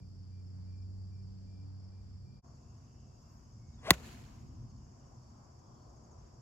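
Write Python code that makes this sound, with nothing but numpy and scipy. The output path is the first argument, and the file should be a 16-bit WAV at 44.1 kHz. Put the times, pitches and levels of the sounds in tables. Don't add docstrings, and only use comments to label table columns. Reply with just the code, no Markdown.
import sys
import numpy as np
from scipy import signal
from scipy.fft import rfft, irfft, next_fast_len
from scipy.io import wavfile
from scipy.ndimage import uniform_filter1d

SR = 44100
rng = np.random.default_rng(int(sys.argv[2]) if len(sys.argv) > 2 else 0)


def store_wav(level_fs):
    pcm = np.round(np.clip(np.atleast_2d(level_fs), -1, 1) * 32767)
    wavfile.write(sys.argv[1], SR, pcm.T.astype(np.int16))


N = 282681
TIME = np.arange(N) / SR
SIZE = next_fast_len(N + 4096)
FREQ = np.maximum(np.fft.rfftfreq(SIZE, 1 / SR), 1.)
JOIN_S, STRIKE_S = 2.417, 3.90545


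def undb(db):
    return 10 ** (np.asarray(db) / 20)


def unit(x):
    return x / np.sqrt(np.mean(x ** 2))


def curves(table):
    times, *columns = np.transpose(table)
    return [np.interp(TIME, times, c) for c in columns]


def over_hz(table, column=1):
    return np.interp(np.log(FREQ), np.log([r[0] for r in table]), [r[column] for r in table])


def shape(x, gain):
    return irfft(rfft(x, SIZE) * gain, SIZE)[..., :N]


def walk(rate):
    hold = int(SR / rate)
    steps = np.repeat(rng.standard_normal(N // hold + 1), hold)
    return 1.3 * uniform_filter1d(uniform_filter1d(steps, hold), hold)[:N]


def sine(hz):
    return np.sin(2 * np.pi * np.cumsum(hz) / SR)


def bump(at_s, width_s):
    return np.exp(-.5 * ((TIME - at_s) / width_s) ** 2)


def decay(age, ring_s):
    return np.exp(-np.log(1000) * age / ring_s)


def wide_noise():
    # f/Hz, likeness/0-1, left minus right/dB
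    width = [(61, 1, 0.5), (200.2, 1, 0), (406, 0.4, 2), (700, 0, 6), (1300, 0, 2), (4410, 0.03, 0.5),
             (7905, .05, -1)]
    mid, side = rfft(rng.standard_normal((2, N)), SIZE)
    like, pan_db = np.clip(over_hz(width), 0, .95), over_hz(width, column=2)
    mid, side = mid * np.sqrt((1 + like) / 2), side * np.sqrt((1 - like) / 2)
    return np.array([(mid + side) * undb(pan_db / 2), (mid - side) * undb(-pan_db / 2)])


def place(x, pan_db, lag):
    left = shape(x, np.exp(-2j * np.pi * FREQ * lag / SR))
    return np.array([left * undb(pan_db / 2), x * undb(-pan_db / 2)])


def traffic_and_breeze():
    # f/Hz, relative level/dB
    fairway_colour = [(15, -46), (25, -9.5), (72, -4), (102, -12), (120, -12.5), (146, -14), (196, -15),
                      (333, -27.5), (510, -34), (763, -36.5), (1670, -43), (4000, -51.5), (5200, -84),
                      (8800, -120)]
    tee_colour = [(15, -39), (25, -12.5), (60, 0), (131, 1.5), (173, -11), (232, -6.5), (294, -17),
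                  (355, -17), (421, -25.5), (560, -27), (720, -24), (850, -28.5), (1030, -25), (1250, -31),
                  (1780, -37), (4000, -46.5), (5200, -82.5), (8800, -120)]
    # t/s, rumble/dB, road roar/dB
    swells = [(0.0, 2, 4.5), (0.8, 3.5, 3.5), (1.9, 2, 6), (2.15, 7.5, 4), (2.46, 0, 6.5), (2.7, 1, 2),
              (3.75, 2, 3.5), (4.0, 5.5, 12), (4.35, 4, 6), (4.68, 6.5, 4), (4.9, 1, 4.5), (5.22, -1.5, 5),
              (5.48, -2.5, 8), (5.78, 0, 7), (6.02, 0, 8), (6.22, -1, 7.5), (6.41, 0, 8)]
    rumble_db, roar_db = curves(swells)
    noise, out = wide_noise(), 0
    for hz in 31.25 * 2. ** np.arange(8):
        octave = noise * np.cos(np.pi / 2 * np.clip(np.log2(FREQ / hz), -1, 1)) ** 2
        fairway = irfft(octave * undb(over_hz(fairway_colour) - 28.5), SIZE)[:, :N]
        tee = irfft(octave * undb(over_hz(tee_colour) - 33), SIZE)[:, :N]
        swell_db = rumble_db if hz < 300 else roar_db if hz < 1500 else 0
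        out += np.where(TIME > JOIN_S, tee, fairway) * undb(swell_db + 1.5 * walk(8.7))
    return out


def engine():
    # t/s, firing rate/Hz, level/dB
    firing = [(0.0, 91.7, -51.5), (0.45, 92.3, -49), (0.7, 92.65, -44), (0.95, 95.4, -46.5),
              (2.15, 95.2, -49.5), (2.41, 95.3, -61)]
    # multiple of the firing rate, relative level/dB
    harmonics = [(1, -0.5), (2, -12), (3, -23.5), (4, -29), (5, -33.5)]
    # t/s, f/Hz, level/dB
    second_drone = [(0.0, 126, -56.5), (0.3, 123, -62.5), (0.6, 124, -59.5), (0.85, 126, -69.5),
                    (1.3, 130, -64), (1.9, 130, -63), (2.25, 131, -56), (2.4, 131, -60)]
    hz, db = curves(firing)
    cycles = np.cumsum(hz * (1 + .0028 * walk(11.67))) / SR
    tone = 0
    for k, tone_db in harmonics:
        waver_db = (1.8 if k == 1 else 4) * walk(5.74)
        tone += undb(tone_db + waver_db) * np.sin(2 * np.pi * (k * cycles + rng.random()))
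    drone_hz, drone_db = curves(second_drone)
    drone = undb(drone_db + 4 * walk(8.1)) * sine(drone_hz * (1 + .0157 * walk(15)))
    return place(np.sqrt(2) * (tone * undb(db) + drone) * (TIME < JOIN_S), pan_db=-1.4, lag=-45)


def insect_chorus():
    # low f/Hz, high f/Hz
    edges = [(3280, 3500), (4540, 4850), (4900, 5400), (5400, 5850), (6200, 6800), (6800, 7100),
             (7100, 7550), (4250, 8050), (9600, 12400)]
    # fairway level/dB, tee level/dB, trill rate/Hz, trill depth/0-1
    voices = [(-98.5, -104, 8, 0.5), (-78, -87, 33, 0.2), (-85, -82, 66, .25), (-84.5, -81.5, 68, 0.07),
              (-100.5, -86.5, 27, .2), (-99, -86.5, 48, 0.1), (-91.5, -91, 59, 0.1),
              (-88.5, -86.5, 20, .05), (-95.5, -94, 39.2, .1)]
    noise, out = wide_noise(), 0
    for (low_hz, high_hz), (fairway_db, tee_db, rate, depth) in zip(edges, voices):
        band = 1 / np.sqrt((1 + np.minimum(low_hz / FREQ, 9) ** 60) * (1 + (FREQ / high_hz) ** 60))
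        hiss = unit(irfft(noise * band, SIZE)[:, :N])
        trill = 1 + depth * sine(rate * (1 + .067 * walk(4.7)))
        out += hiss * trill * undb(np.where(TIME > JOIN_S, tee_db, fairway_db) + .94 * walk(5.1))
    return out


def crickets():
    # f/Hz, level/dB, stroke rate/Hz, sounding share of a stroke/0-1,
    # pitch fall in a stroke/Hz, left minus right/dB, relative level as a call starts/dB
    singers = [(2370, -86, 48.5, 1, 30, 2., -3), (5270, -73.5, 24.8, .42, 250, 0., -4),
               (6950, -92, 24.15, .45, 200, -2., 0), (6480, -79.5, 13.38, .35, 600, -1., 0),
               (4550, -83, 62, 1, 350, 0., -5), (2670, -89, 67, .9, 240, 1., -3),
               (2970, -94, 55, .9, 200, 1., -5), (2190, -89.5, 48, 1, 70, 1., -4),
               (3330, -92.5, 60, .9, 350, 1., -5), (2870, -93, 60, .9, 350, 1., 0)]
    # start t/s, length/s
    songs = [
        [(0., .045), (.312, .11), (.672, .165), (1.115, .11), (1.465, .175), (1.915, .095), (2.255, .155)],
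        [(s, .12) for s in (.147, .42, .735, 1.148, 1.528, 1.797, 2.09)],
        [(.017, 2.39)],
        [(2.468, 1.9), (4.391, 2.02)],
        [(s, .115) for s in (2.465, 4.67, 5.2, 5.76)],
        [(2.57, .2), (2.8, .39), (3.23, .11)],
        [(2.85, .22), (3.39, .12)],
        [(3.59, .16)],
        [(5.63, .2)],
        [(4.51, .07), (4.67, .05), (4.77, .14), (4.99, .12)],
    ]
    swell_s, jitter_s, spread_db = .045, .002, 1.4
    out, rasp = np.zeros((2, N)), .3 * walk(640)
    uneven_time = TIME + jitter_s * walk(40)
    for (hz, db, rate, share, fall_hz, pan_db, start_db), calls in zip(singers, songs):
        for start, length in calls:
            call = slice(int(start * SR), min(int((start + length) * SR), N))
            stroke, progress = np.divmod(np.maximum(uneven_time[call] - start, 0) * rate, 1)
            strength, phase = rng.standard_normal((2, 99))[:, stroke.astype(int)]
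            progress = np.minimum(progress / share, 1)
            cycles = np.cumsum(hz + fall_hz * (.5 - progress + rasp[call])) / SR + .1 * phase
            swell_db = start_db * np.exp(-stroke / rate / swell_s)
            arch = np.sin(np.pi * progress).clip(0) ** .6
            tone = undb(db + swell_db + spread_db * strength) * arch * np.sin(2 * np.pi * cycles)
            out[:, call] += 2 * tone * undb([[pan_db / 2], [-pan_db / 2]])
    scatter = rng.standard_normal((2, 4096)) * decay(TIME[:4096], ring_s=.045)
    scatter /= np.sqrt(np.sum(scatter ** 2, axis=1, keepdims=True))
    return out + undb(-10) * shape(out, rfft(scatter, SIZE))


def rustle():
    treble = wide_noise() / (1 + (10500 / FREQ) ** 12) / (1 + (FREQ / 15000) ** 40)
    hiss = unit(irfft(treble, SIZE)[:, :N])
    return hiss * bump(at_s=3.338, width_s=.1) * undb(-90 + 2 * walk(40))


def swing():
    # t/s, speed/(m/s), level of the rush/dB
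    flight = [(3.75, 18.6, -83), (3.815, 28.7, -70.5), (3.835, 33, -59.5), (3.855, 33, -49),
              (3.874, 33, -41), (3.892, 39.5, -43), (3.905, 47, -40.5), (3.96, 30, -62.5), (4.1, 24, -71)]
    # multiple of the swirl rate, relative level/dB
    swirl_tones = [(1, 4), (2, -2), (3.7, -6.5)]
    speed, rush_db = curves(flight)
    shaft_m = .012
    swirl_hz = .2 * speed / shaft_m
    colour = (FREQ / 500) / (1 + (FREQ / 500) ** 2) ** .95 / (1 + (FREQ / 7000) ** 2)
    rush = unit(shape(rng.standard_normal(N), colour))
    singing = sine(swirl_hz * (1 + .03 * walk(120))) * undb(-31 + 1.5 * walk(70))
    singing *= bump(at_s=3.89, width_s=.0065)
    rush += undb(-3) * sum(undb(db) * walk(250) * sine(k * swirl_hz) for k, db in swirl_tones)
    whistle_s, whistle_hz, fall_hz_per_s = 3.79, 3520, 7000
    t = TIME - whistle_s
    whistle = np.sin(2 * np.pi * (whistle_hz - fall_hz_per_s * t / 2) * t)
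    whistle *= undb(-81 + 5 * walk(150)) * bump(whistle_s, width_s=.04)
    moving = (TIME > flight[0][0]) & (TIME < flight[-1][0])
    return place(moving * (rush * undb(rush_db) + singing) + whistle, pan_db=3, lag=-5)


def strike():
    # f/Hz, relative level/dB, time to fall 60 dB/s
    tones = [(62, -31, .2), (110.17, -19, 0.051), (173, -14, 0.057), (348, -14, 0.023), (560, -18, 0.022),
             (1073.3, -9.5, 0.018), (1480, -14, 0.013), (1975, -4, 0.014), (2760, -13, 0.011),
             (3480, -6.5, .011), (3900, -6.5, .01), (4220, -6.5, 0.012), (4600, -8, 0.011),
             (5350, -14, .008), (6200, -13, 0.006), (7070, -9, .007), (7450, -9, .006), (7800, -12, 0.006),
             (9450, -10, 0.005), (11500, -7, 0.004), (13000, -4, 0.0035), (14400, -6, 0.0035),
             (15200, -15, .003), (785, -25, .02)]

    def ring(age):
        return sum((-1) ** k * undb(db) * decay(age, ring_s) * np.sin(2 * np.pi * hz * age)
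                   for k, (hz, db, ring_s) in enumerate(tones))

    def crack(age):
        return rng.standard_normal(N) * decay(age, ring_s=.018) * (age > 0)

    ball_age = np.maximum(TIME - STRIKE_S, 0)
    echo_age = np.maximum(ball_age - .0025, 0)
    ball = ring(ball_age) + undb(-11.5) * crack(ball_age)
    dull_ring = shape(ring(echo_age), 1 / (1 + (FREQ / 3500) ** 2))
    ground_echo = undb(-13) * dull_ring + undb(-17) * crack(echo_age)
    blow = undb(-2.5) * (ball + ground_echo)
    thud = shape(blow, 1 / (1 + (FREQ / 450) ** 4))
    treble = shape(blow, 1 / (1 + (5500 / FREQ) ** 14))
    body = place(thud, pan_db=-.4, lag=-3.7) + place(blow - treble - thud, pan_db=1.7, lag=-3.7)
    return body + place(treble, pan_db=-.5, lag=10.2) * [[-1], [1]]


def divot():
    # start t/s, peak level/dB, rise time/s
    showers = [(3.906, -51, 0.009), (3.93, -46.5, 0.0069), (3.95, -60.5, 0.0343), (4.02, -57.5, 0.053),
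               (4.11, -67.5, 0.1)]
    # f/Hz, relative level/dB
    soil = [(400, -24.5), (1000, -6.5), (2680, -3.5), (3580, -9), (4360, -5), (5440, -14.5), (6940, -4.5),
            (9060, -20), (11300, -14.5), (16000, -23.5)]
    power = 0
    for start, db, rise_s in showers:
        age = np.maximum(TIME - start, 0) / rise_s
        power += (undb(db) * age * np.exp(1 - age)) ** 2
    thinning_s, spread_db = .15, 2.2
    grains_per_s = 1630 + 7300 * np.exp(-np.maximum(TIME - STRIKE_S, 0) / thinning_s)
    chance, size, sign = rng.random((3, 2, N))
    strength = undb(-spread_db * np.log(size + 1e-9)) / np.sqrt(grains_per_s)
    grains = (chance < grains_per_s / SR) * strength * np.sign(sign - .5)
    crumbs, t = np.zeros((2, N)), TIME[:512]
    low_hz, high_hz = 600, 7500
    for delay_s, pitch, weight, pan in rng.random((800, 4)):
        hz = low_hz * (high_hz / low_hz) ** pitch
        age = t * hz / 12
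        tick = (.3 + weight) * np.sqrt(hz) * age * np.exp(-8 * age) * np.sin(2 * np.pi * hz * t)
        first = int((STRIKE_S + delay_s) * SR)
        crumbs[:, first:first + len(t)] += np.outer([pan, 1 - pan], tick)
    colour = undb(over_hz(soil))
    patter = unit(shape(grains, colour)) + undb(-5) * unit(shape(crumbs, colour)) / np.sqrt(N / SR)
    return np.sqrt(power) * patter


def scene():
    fade_s = .032
    fade = np.clip(np.abs(TIME - JOIN_S) / fade_s, 0, 1) ** 1.8
    background = traffic_and_breeze() + engine() + insect_chorus() + crickets() + rustle()
    return fade * background + swing() + strike() + divot()


def record(dry):
    lag_s, bass_hz, rumble_hz, top_hz, ceiling = .0072, 306, 30, 15900, .95
    late_bass = np.exp(-2j * np.pi * lag_s * bass_hz * np.log(1 + FREQ / bass_hz))
    filtered = shape(dry, late_bass / np.sqrt(1 + (rumble_hz / FREQ) ** 6))
    rounded = ceiling * np.tanh(filtered / ceiling)
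    return signal.sosfilt(signal.ellip(12, .3, 110, top_hz, fs=SR, output="sos"), rounded)


dry = scene()
out = record(dry)
store_wav(out)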